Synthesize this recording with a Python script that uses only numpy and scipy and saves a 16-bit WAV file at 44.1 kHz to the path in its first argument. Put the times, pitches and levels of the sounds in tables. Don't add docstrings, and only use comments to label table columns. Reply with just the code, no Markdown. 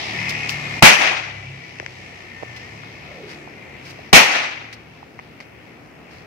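import sys
import numpy as np
from scipy import signal
from scipy.fft import rfft, irfft, next_fast_len
from scipy.io import wavfile
from scipy.ndimage import uniform_filter1d, minimum_filter1d

SR = 44100
rng = np.random.default_rng(int(sys.argv[2]) if len(sys.argv) > 2 else 0)


def dump_mix(stems):
    frames = np.atleast_2d(stems).T
    limited = np.clip(frames, -1, 1)
    pcm = np.round(limited * 32767).astype(np.int16)
    wavfile.write(sys.argv[1], SR, pcm)


N = 276066

# frequency_hz, level_db_per_hz
TOWN_SPECTRUM = [(18, -71), (30, -39.5), (65, -5.5), (328, -5), (355, -5.5), (612, -10.5), (716, -8.5),
                 (978, -16), (1110, -16.5), (2190, -18), (4090, -45), (15000, -43)]
TOWN_DB = -46.5

# time_s, firing_rate_hz, distance_m, throttle_db (exhaust only), gear_whine_db
BIKE_COURSE = [(0, 37.8, 9.1, -20, -19), (.2, 37.2, 9.5, -1, -1), (.8, 35.7, 12.8, -3, 2),
               (1.5, 33.8, 17.3, 4, 1), (2, 32.3, 19, -0.5, -10), (2.6, 29.5, 19.2, -4, 2.5),
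               (2.75, 36.6, 20.7, 3, -2), (3.3, 37.2, 24.7, -0.5, -8), (3.6, 35.3, 37, -3.5, 0),
               (3.9, 33.6, 35.6, 0, -5), (4.8, 38.2, 48.4, 2, -11), (6.26, 38.8, 70, 2, -29)]
# multiple_of_firing_rate, level_db
EXHAUST_PARTIALS = [(2, -11.5), (3, 1), (4, 2.5), (5, -5), (6, -14.5), (7, -12.5), (8, -27.5)]
# frequency_hz, level_db_per_hz
HISS_SPECTRUM = [(400, -39), (700, -11), (1000, -14), (1400, -19), (1620, -23.5), (1760, -8), (2150, -5),
                 (2600, -7.5), (3100, -14), (3600, -18.5), (4200, -20), (5500, -19.5), (7500, -33),
                 (15500, -57)]
EXHAUST_DB, HISS_DB, WHINE_DB = -22, -17, -23
WHINE_PER_FIRING = 59.3

# start_s, ring_peak_db, ring_hz, ring_t60_s, knock_db (relative to the ring), left_minus_right_db
TICKS = [(0.4938, -22.5, 2590, 0.0056, -18, 16), (1.639, -38, 2157, .008, -20, 12),
         (1.787, -30, 2650, 0.0086, -12, -1), (1.799, -17.5, 1900, 0.0023, -9, 15),
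         (1.801, -25.5, 430, 0.0066, -24, -9), (1.8273, -26, 643, .007, -22, 2),
         (1.8624, -19.5, 1960, 0.0032, -11.5, 16.5), (2.426, -27.5, 680, 0.0025, -25, -13),
         (2.4323, -27, 580, 0.0028, -26, -23), (2.835, -30, 1300, 0.0049, -7, 6),
         (3.475, -34, 814, .007, -18, -15), (3.99, -33, 679, 0.031, -30, 2),
         (5.029, -31.5, 858, .008, -10, -13), (5.1905, -26.5, 1940, 0.0079, 0.5, 9),
         (5.196, -28, 2076, 0.0093, -1, -3), (5.403, -30, 2140, 0.008, -3, 8),
         (5.408, -26.5, 2050, 0.0054, -4, 0)]
EDGE_1K_DB, EDGE_SLOPE_DB, DULLING = -29.5, 14, 0.74
# peak_s, level_db, rise_s, fall_s, brightness_db_per_octave
SCUFFS = [(0.294, -34, 0.0033, 0.017, 1), (0.492, -34, 0.002, 0.024, 1.5), (2.567, -39, 0.0033, .012, -1),
          (3.315, -39.5, 0.02, 0.026, -3), (3.875, -44.5, 0.025, 0.024, -1.5), (3.904, -43, 0.01, .014, 0),
          (4.729, -32, 0.0013, 0.011, -2), (5.405, -41.5, 0.0016, 0.021, -3.5),
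          (6.141, -51, 0.037, 0.13, -2.5)]
# frequency_hz, level_db_per_hz
GRIT_SPECTRUM = [(600, -37), (1200, -7), (2200, 1.5), (3300, -5), (5200, -1), (7500, -16), (12000, -21.5),
                 (15500, -22)]
WHIRR_PEAK_S, WHIRR_DB, WHIRR_RISE_S, WHIRR_FALL_S = 3.2, -44.5, 0.082, 0.26
WHIRR_FROM_HZ, WHIRR_TO_HZ, WHIRR_SINK_S, WHIRR_LEAD_S = 680, 334, 0.068, .03

# start_s, level_db, left_minus_right_db, extra_fade_of_wash_db_per_s, blast_pitch_ratio
CRACKS = [(0.8236, -2, 2, 0.5, 1.08), (4.129, -2.5, 0, 3.5, 1.2)]
# centre_hz, width_hz, level_db, t60_s, port_likeness (-1 to 1)
BLAST_BANDS = [(652, 500, 11.5, 0.046, 0.77), (178, 174, 8, 0.076, -.3), (42, 40, -6, 0.12, -0.47)]
# delay_s, level_db, swell_s, fade_db_per_s
ARRIVALS = [(0.001, 6, 0.0011, 1103.5), (0.038, 3.5, 0.02, 351), (0.061, -5.5, .015, 99.5),
            (.225, -12, 0.044, 57.5)]
# frequency_hz, level_db_per_hz
WASH_SPECTRUM = [(35, -58), (60, -42.5), (214, -15.5), (400, -14), (780, -3), (1000, -7.5), (1600, -6.5),
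                 (2000, -2), (2450, -0.5), (3000, -7), (3600, -12), (5000, -15), (6100, -15.5), (7500, -28),
                 (15000, -43.5)]
# frequency_hz, extra_loss_db_per_s
LOSS = [(60, 119.5), (150, 95.5), (300, 10), (700, 19), (2300, 15), (5000, 24), (9000, 54), (15000, 109)]
LOSS_PIVOT_S = 0.17

# frequency_hz, likeness (0 to 1)
PORT_LIKENESS = [(60, 0.93), (300, 1), (700, 0.2), (2500, 0.39), (6000, 0), (15000, 0.5)]
# frequency_hz, left_minus_right_db
PORT_BALANCE = [(60, 2.5), (110, 3.5), (200, 2), (380, 2), (700, 0.5), (1290, 4.5), (2380, 5.5),
                (4390, -2.5), (8110, 4), (15000, 1.0)]
PORT_LAG_S = 0.00043
BOOST_DB, RECOVER_DB_S, AHEAD_S = 9.5, 1.36, .026
TOP_HZ = 15600


def undb(db):
    return 10 ** (np.asarray(db) / 20)


def over_hz(table, hz):
    f, v = np.transpose(table)
    return np.interp(np.log(np.maximum(hz, 1)), np.log(f), v)


def over_time(table):
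    s, *columns = np.transpose(table)
    return [np.interp(np.arange(N) / SR, s, c) for c in columns]


def unit(x):
    return x / np.sqrt(np.mean(x ** 2))


def walk(rate, size):
    k = int(SR / rate)
    steps = np.repeat(rng.standard_normal(size // k + 1), k)
    return 1.17 * uniform_filter1d(uniform_filter1d(steps, k), k)[:size]


def ports(size, lag_s, share):
    hz = np.fft.rfftfreq(size, 1 / SR)
    alike = np.clip(share * over_hz(PORT_LIKENESS, hz), 0, 1)
    common, own_left, own_right = rfft(rng.standard_normal((3, size)))
    tilt = undb(over_hz(PORT_BALANCE, hz) / 2)
    late = np.exp(-2j * np.pi * hz * lag_s)
    left = np.sqrt(alike) * common * late + np.sqrt(1 - alike) * own_left
    right = np.sqrt(alike) * common + np.sqrt(1 - alike) * own_right
    return hz, np.array([left * tilt, right / tilt])


def bands(spectrum, size, lag_s, share, gain_db):
    hz, pair = ports(size, lag_s, share)
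    pair = pair * undb(over_hz(spectrum, hz))
    pair /= np.sqrt(np.mean(irfft(pair, size) ** 2))
    out = 0
    for centre in 30 * np.sqrt(2) ** np.arange(19):
        slot = np.clip(1 - np.abs(2 * np.log2(np.maximum(hz, 1) / centre)), 0, 1)
        out = out + irfft(pair * slot, size) * undb(gain_db(centre))
    return out


def late_left(sound):
    return np.array([np.roll(sound, int(PORT_LAG_S * SR)), sound])


def add(out, sound, s, pan_db=0):
    i = int(s * SR)
    n = min(sound.shape[-1], N - i)
    balance = undb(np.array([[pan_db], [-pan_db]]) / 2)
    out[:, i:i + n] += (sound * balance)[:, :n]


def whirr(hz, width_hz):
    low_pass = signal.butter(2, width_hz / 2, fs=SR, output="sos")
    slow = signal.sosfilt(low_pass, rng.standard_normal((2, N)))
    turn = 2 * np.pi * np.cumsum(hz) / SR
    return unit(slow[0] * np.sin(turn) + slow[1] * np.cos(turn))


def town(size):
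    swell = 0.72 * walk(0.92, size)
    rumble = bands(TOWN_SPECTRUM, size, 0, 0.78, lambda hz: swell + 0.97 * walk(6, size))
    return undb(TOWN_DB) * rumble[:, :N]


def bike(size):
    hz, metres, throttle_db, whine_db = over_time(BIKE_COURSE)
    turn = 2 * np.pi * np.cumsum(hz * (1 + 0.0063 * walk(12, N))) / SR
    exhaust = sum(undb(db + 3.8 * walk(9, N)) * np.sin(k * turn + k * k) for k, db in EXHAUST_PARTIALS)
    exhaust = unit(exhaust) * undb(EXHAUST_DB + throttle_db)

    puffs = 1 + 0.18 * np.sin(2 * turn) + 0.076 * np.sin(4 * turn)
    hiss = bands(HISS_SPECTRUM, size, PORT_LAG_S, 0.95, lambda hz: 1.9 * walk(11, size))[:, :N]
    hiss = hiss * puffs * undb(HISS_DB)

    whine_hz = WHINE_PER_FIRING * hz
    whine = whirr(whine_hz, 31) + 0.93 * whirr(1.15 * whine_hz, 45)
    whine = late_left(whine * undb(WHINE_DB + whine_db)) * np.array([[1.29], [0.54]])
    return (exhaust + hiss + whine) / metres


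def swing():
    u = np.arange(N) / SR - WHIRR_PEAK_S
    sink = (1 - np.tanh((u + WHIRR_LEAD_S) / (2 * WHIRR_SINK_S))) / 2
    hz = WHIRR_TO_HZ + (WHIRR_FROM_HZ - WHIRR_TO_HZ) * sink
    rise = np.exp(-(u / WHIRR_RISE_S) ** 2 / 2)
    fall = np.exp(-np.abs(u) / WHIRR_FALL_S)
    return (whirr(hz, 91.5) + 0.66 * whirr(hz, 280)) * undb(WHIRR_DB) * np.where(u < 0, rise, fall)


def scuffs():
    out, size = np.zeros((2, N)), 8192
    u = (np.arange(size) - size // 2) / SR
    for s, db, rise, fall, tilt_db in SCUFFS:
        hz, pair = ports(size, PORT_LAG_S, 1.)
        colour_db = over_hz(GRIT_SPECTRUM, hz) + tilt_db * np.log2(np.maximum(hz, 1) / 4000)
        grit = irfft(pair * undb(colour_db), size) * undb(2.2 * walk(400, size))
        envelope = np.exp(np.where(u < 0, -(u / rise) ** 2 / 2, -u / fall))
        add(out, unit(grit) * undb(db) * envelope, s - size // 2 / SR)
    return out


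def ticks():
    out, t = np.zeros((2, N)), np.arange(2500) / SR
    edge = np.sin(2 * np.pi * 5200 * t) * (t / 0.00027) ** 2 * np.exp(2 - 2 * t / 0.00022)
    knock = np.sin(2 * np.pi * 1050 * t) * np.exp(-(t / 0.0017) ** 2)
    for s, db, hz, t60, knock_db, pan_db in TICKS:
        decay = np.exp(-np.log(1000) * t / max(t60, .001))
        ring = np.sin(2 * np.pi * hz * t) * decay * np.clip(t * hz, 0, 1) ** 2
        edge_db = EDGE_1K_DB + EDGE_SLOPE_DB * np.log2(hz / 1000) - DULLING * knock_db
        tick = ring / np.abs(ring).max() + undb(edge_db) * edge + undb(knock_db) * knock
        add(out, late_left(undb(db) * tick), s, pan_db)
    return out


def street_db(t):
    power = 1e-12
    for s, db, swell, fade_db in ARRIVALS:
        fading = undb(2 * (db - fade_db * np.maximum(t - s, 0)))
        power = power + fading * np.exp(-(np.minimum(t - s, 0) / swell) ** 2)
    return 10 * np.log10(power)


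def wash(t, fade_db):
    size = len(t)
    shared_db = street_db(t) + walk(160, size)

    def gain_db(hz):
        loss_db = (over_hz(LOSS, hz) + fade_db) * (t - LOSS_PIVOT_S)
        return shared_db - loss_db + 1.34 * walk(69.9, size)

    ring = bands(WASH_SPECTRUM, size, PORT_LAG_S, .6, gain_db)
    return ring * np.clip(t / 0.0018, 0, 1) ** 2


def blast(t, pitch):
    out = 0
    for hz, width_hz, db, t60, alike in BLAST_BANDS:
        edges = pitch * np.array([hz - width_hz / 2, hz + width_hz / 2])
        band_pass = signal.butter(2, edges, "band", fs=SR, output="sos")
        mid, side = signal.sosfilt(band_pass, rng.standard_normal((2, len(t))))
        alike = np.clip(alike, -1, 1)
        pair = np.sqrt(1 + alike) * mid + np.sqrt(1 - alike) * side * np.array([[1], [-1]])
        envelope = np.clip(t / 0.0048, 0, 1) ** 4 * np.exp(-np.log(1000) * t / t60)
        out = out + unit(pair) * undb(db) * envelope
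    return out


def cracks():
    out, t = np.zeros((2, N)), np.arange(49152) / SR
    for s, db, pan_db, fade_db, pitch in CRACKS:
        add(out, wash(t, fade_db) * undb(db), s, pan_db)
        add(out, blast(t, pitch) * undb(db), s - .003, pan_db)
    return out


def scene():
    size = next_fast_len(N)
    return town(size) + bike(size) + swing() + scuffs() + ticks() + cracks()


def record(dry):
    ahead = int(AHEAD_S * SR)
    peak = -minimum_filter1d(-np.abs(dry).max(axis=0), ahead, origin=-(ahead // 2))
    cut = BOOST_DB * (peak > 1)
    regained = RECOVER_DB_S * np.arange(N) / SR
    cut = np.maximum.accumulate(np.where(cut > 0, cut + regained, 0)) - regained
    cut = np.maximum(cut, 0)
    loud = dry * undb(BOOST_DB - uniform_filter1d(cut, size=200))
    knee = 5.1
    clipped = loud / (1 + np.abs(loud) ** knee) ** (1 / knee)
    low_pass = signal.ellip(8, .2, 60, TOP_HZ, fs=SR, output="sos")
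    return signal.sosfilt(low_pass, clipped)


dry = scene()
out = record(dry)
dump_mix(out)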